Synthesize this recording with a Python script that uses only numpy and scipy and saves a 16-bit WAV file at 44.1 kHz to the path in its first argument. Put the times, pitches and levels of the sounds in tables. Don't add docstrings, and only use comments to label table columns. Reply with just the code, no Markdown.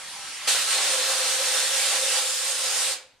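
import sys
import numpy as np
from scipy import signal
from scipy.fft import rfft, irfft, next_fast_len
from scipy.io import wavfile
from scipy.ndimage import uniform_filter1d

SR = 44100
rng = np.random.default_rng(int(sys.argv[2]) if len(sys.argv) > 2 else 0)


def generate_wav(sig):
    pcm = np.round(np.clip(np.atleast_2d(sig).T, -1, 1) * 32767).astype(np.int16)
    wavfile.write(sys.argv[1], SR, pcm)


def convert_level_to_amplitude(level_db):
    exponent = np.asarray(level_db, float) / 20
    return 10 ** exponent


N = 141120
T = np.arange(N) / SR

# [t/s, blast level/dB, hose hum against blast/dB, fullness/(dB per octave)]
AIR_FLOW = [(.474, -17, -50, 0.5), (.51, -22, -24, -2), (.55, -23, -33, 0.), (.59, -22.5, -36, -0.5),
            (.65, -26, -40, -0.5), (.72, -21.5, -35, 0), (.79, -23., -37, .5), (.86, -23, -21.5, 0.),
            (1.05, -24, -15.5, 0.), (1.45, -24, -19, -0.5), (1.9, -23.5, -25, -0.55), (1.96, -22, -26, 0.5),
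            (2.01, -25, -16.5, -1.5), (2.18, -23, -17, 0.), (2.22, -26.5, -23, -1.5),
            (2.6, -26.5, -23, -.5), (2.8, -24, -20.5, -1), (2.93, -26.5, -22.5, -.5)]
# [f/Hz, density/dB]
JET_SPECTRUM = [(200, -33.5), (520, -9), (1300, -6.5), (3600, -2.65), (6000, -4), (9300, -4),
                (11200, -11.5), (14300, -21.5)]
# [f/Hz, width/Hz, level against blast/dB, middle t/s, spread t/s]
NOZZLE_WHISTLES = [
    (680, 39, -26.5, 1., 1.),
    (1551, 32, -27.5, 1.1, 0.93),
    (4160, 45, -15, 1.1, 0.55),
    (5080, 44, -16, 2.6, 0.33),
    (7100, 45., -14, 2.5, 0.63),
    (8000, 45., -15, 1.7, .7),
]
# [f/Hz, density/dB]
LEAK_SPECTRUM = [(88, -48), (150, -13.5), (298, -19.5), (419, -15), (969, -3), (1450, -6), (2160, -0.5),
                 (9890, -5.5), (14200, -27)]
# [delay t/s, level/dB]
WALL_ECHOES = [
    (.00137, -25),
    (.00274, -17),
    (.0038, -14.5),
    (.0098, -8.5),
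]
# [f/Hz, decay time t60/s]
BOOTH_DECAY = [(300, 0.46), (1000, 0.37), (3000, .31), (6000, 0.23), (9000, 0.19), (14000, 0.15)]
# [f/Hz, likeness/(0-1), left lead/rad, left over right level/dB]
PORT_PAIR = [(100, .9, 0., 0.), (600, .98, 0., 0.), (2000, .78, -.1, .3), (4000, .5, -.1, 0.),
             (6200, .2, .2, -1.), (9200, .25, 1.5, -6.3), (11500, .52, 2.9, 1.), (14000, .3, 2.5, 6.)]
# [f/Hz, density/dB]
ROOM_SPECTRUM = [(12, -27), (20, 13), (92, -21), (184, -24), (1050, -22), (1200, -35), (2540, -24),
                 (12000, -40), (15600, -78), (22000, -120)]

EDDIES = 4
CRACK_S, CRACK_DB = 0.416, 4.5
OPEN_S, OPEN_RISE_S = 0.472, 0.0038
SHUT_S, SHUT_DB_PER_S = 2.928, 805
SPIT_DB, SPIT_PER_S, SPIT_SPREAD_DB = -13.5, 1500., 4.0
HOSE_HZ, HOSE_WIDTH_HZ = 525, 47.6
LEAK_DB, LEAK_RISE_DB_PER_S = -36.5, 5
BOOTH_DB, HALL_DB, HALL_LONGER = 1, -13, 2.24
FLOOR_DB, FLOOR_SAME = -66, 0.55
DUCK_S, DUCK_DB = .58, -7


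def blast():
    s, level_db, hum_db, full = np.transpose(AIR_FLOW)
    turbulence = white() * convert_level_to_amplitude(0.62 * slow(60))
    jet = coloured(turbulence + convert_level_to_amplitude(SPIT_DB) * droplets(), JET_SPECTRUM, 1.18, np.interp(T, s, full))
    air = white()
    jet = jet + nozzle_whistles(air)
    jet = jet + convert_level_to_amplitude(np.interp(T, s, hum_db) + 1.25 * slow(24.9)) * hose_hum(air)
    opening = np.clip((T - OPEN_S) / OPEN_RISE_S, 0, 1)
    return jet * convert_level_to_amplitude(np.interp(T, s, level_db) + 0.1 * slow(14)) * opening


def droplets():
    strength = convert_level_to_amplitude(SPIT_SPREAD_DB * np.minimum(rng.exponential(1, N), 5))
    clicks = strength * (rng.random(N) < SPIT_PER_S / SR)
    return evened(clicks * np.sign(white()))


def nozzle_whistles(air):
    whistles = 0
    for hz, width, db, middle, spread in NOZZLE_WHISTLES:
        level_db = db + 1.6 * slow(5.7) - 3.7 * ((T - middle) / spread) ** 2
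        whistles = whistles + convert_level_to_amplitude(level_db) * evened(resonate(air, hz, width))
    return whistles


def hose_hum(air):
    hum = resonate(air, HOSE_HZ, HOSE_WIDTH_HZ)
    return evened(resonate(hum, HOSE_HZ, 1.42 * HOSE_WIDTH_HZ))


def leak():
    lift_db = CRACK_DB * np.clip((T - CRACK_S) / (OPEN_S - CRACK_S), 0, 1)
    closing = 1 - np.clip((T - OPEN_S) / 0.05, 0, 1)
    hiss = coloured(white(), LEAK_SPECTRUM, patchy_db=2.0) * closing
    return hiss * convert_level_to_amplitude(LEAK_DB + LEAK_RISE_DB_PER_S * (T - .2) + lift_db + .4 * slow(8))


def valve():
    return convert_level_to_amplitude(-SHUT_DB_PER_S * np.maximum(T - SHUT_S, 0))


def booth():
    out = np.zeros((EDDIES, SR // 2))
    out += convert_level_to_amplitude(BOOTH_DB) * ringing(1)
    out += convert_level_to_amplitude(HALL_DB) * ringing(HALL_LONGER)
    out[:, 0] += 1
    for s, db in WALL_ECHOES:
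        out[:, round(s * SR)] += convert_level_to_amplitude(db)
    return out / np.linalg.norm(out)


def ringing(longer):
    taps = np.zeros((EDDIES, SR))
    at = np.arange(120, SR - 20, 20) + rng.integers(0, 20, (EDDIES, (SR - 121) // 20))
    np.put_along_axis(taps, at, rng.choice([-1., 1.], at.shape), 1)
    hz, t, z = signal.stft(taps, SR, nperseg=128)
    fade = convert_level_to_amplitude(-60 * t / (longer * read(BOOTH_DECAY, hz)[:, None]))
    fade_energy = (fade ** 2).sum(1, keepdims=True)
    tail = signal.istft(z * fade / np.sqrt(fade_energy), SR, nperseg=128)[1][:, :SR // 2]
    return tail / np.linalg.norm(tail, axis=1, keepdims=True)


def ports(paths):
    size = next_fast_len(N + 4096)
    hz = np.fft.rfftfreq(size, 1 / SR)
    a, b = rfft(paths, size)
    same = np.clip(read(PORT_PAIR, hz, col=1), 0, 1)
    lead = read(PORT_PAIR, hz, col=2)
    side = convert_level_to_amplitude(read(PORT_PAIR, hz, col=3) / 2)
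    right = same * a * np.exp(-1j * lead) + np.sqrt(1 - same ** 2) * b
    return irfft(np.array([a * side, right / side]), size)[:, :N]


def room_tone():
    a, b = coloured(rng.standard_normal((2, N)), ROOM_SPECTRUM, patchy_db=3.0)
    right = FLOOR_SAME * a + np.sqrt(1 - FLOOR_SAME ** 2) * b
    duck_db = DUCK_DB * (np.clip((T - DUCK_S) / .1, 0, 1) - 1)
    return convert_level_to_amplitude(FLOOR_DB + duck_db) * np.array([a, right])


def white():
    return rng.standard_normal((EDDIES, N))


def coloured(x, shape, patchy_db, tilt=0 * T):
    hz, t, z = signal.stft(x, SR, nperseg=512, noverlap=256)
    patches = uniform_filter1d(rng.standard_normal(z.shape[1:]), size=6, axis=0)
    patches = evened(uniform_filter1d(patches, size=12, axis=1))
    octaves_below = -np.log2(np.maximum(hz, 300) / 4000)[:, None]
    slope = octaves_below * np.interp(t, T, tilt)
    z = z * convert_level_to_amplitude(read(shape, hz)[:, None] + patchy_db * patches + slope)
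    return evened(signal.istft(z, SR, nperseg=512, noverlap=256)[1][:, :N])


def resonate(x, hz, width):
    return signal.lfilter(*signal.iirpeak(hz, hz / width, SR), x)


def slow(rate):
    t = T[::64]
    wave = 0
    for f in np.geomspace(rate / 20, rate, 24):
        wave = wave + np.sin(2 * np.pi * (f * t + rng.random())) / np.sqrt(f)
    return np.interp(T, t, evened(wave))


def evened(x):
    return x / np.sqrt(np.mean(x ** 2) + 1e-20)


def read(points, hz, col=1):
    p = np.array(points, float)
    return np.interp(np.log(hz + 1), np.log(p[:, 0] + 1), p[:, col])


def scene():
    gun = (blast() + leak()) * valve()
    early = np.c_[gun[:, 8000:0:-1], gun]
    heard = signal.fftconvolve(early, booth(), axes=1)[:, 8000:8000 + N]
    paths = np.sqrt(2) * heard.reshape(2, -1, N).sum(1)
    return ports(paths) + room_tone()


def band_limit(x):
    return signal.sosfilt(signal.butter(12, 14510, fs=SR, output="sos"), x)


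def record(dry):
    lowpass = signal.firwin(1023, 14310, window=("kaiser", 9), fs=SR)
    mix = signal.oaconvolve(dry, lowpass[None], "same")
    return band_limit(mix)


dry = scene()
out = record(dry)
generate_wav(out)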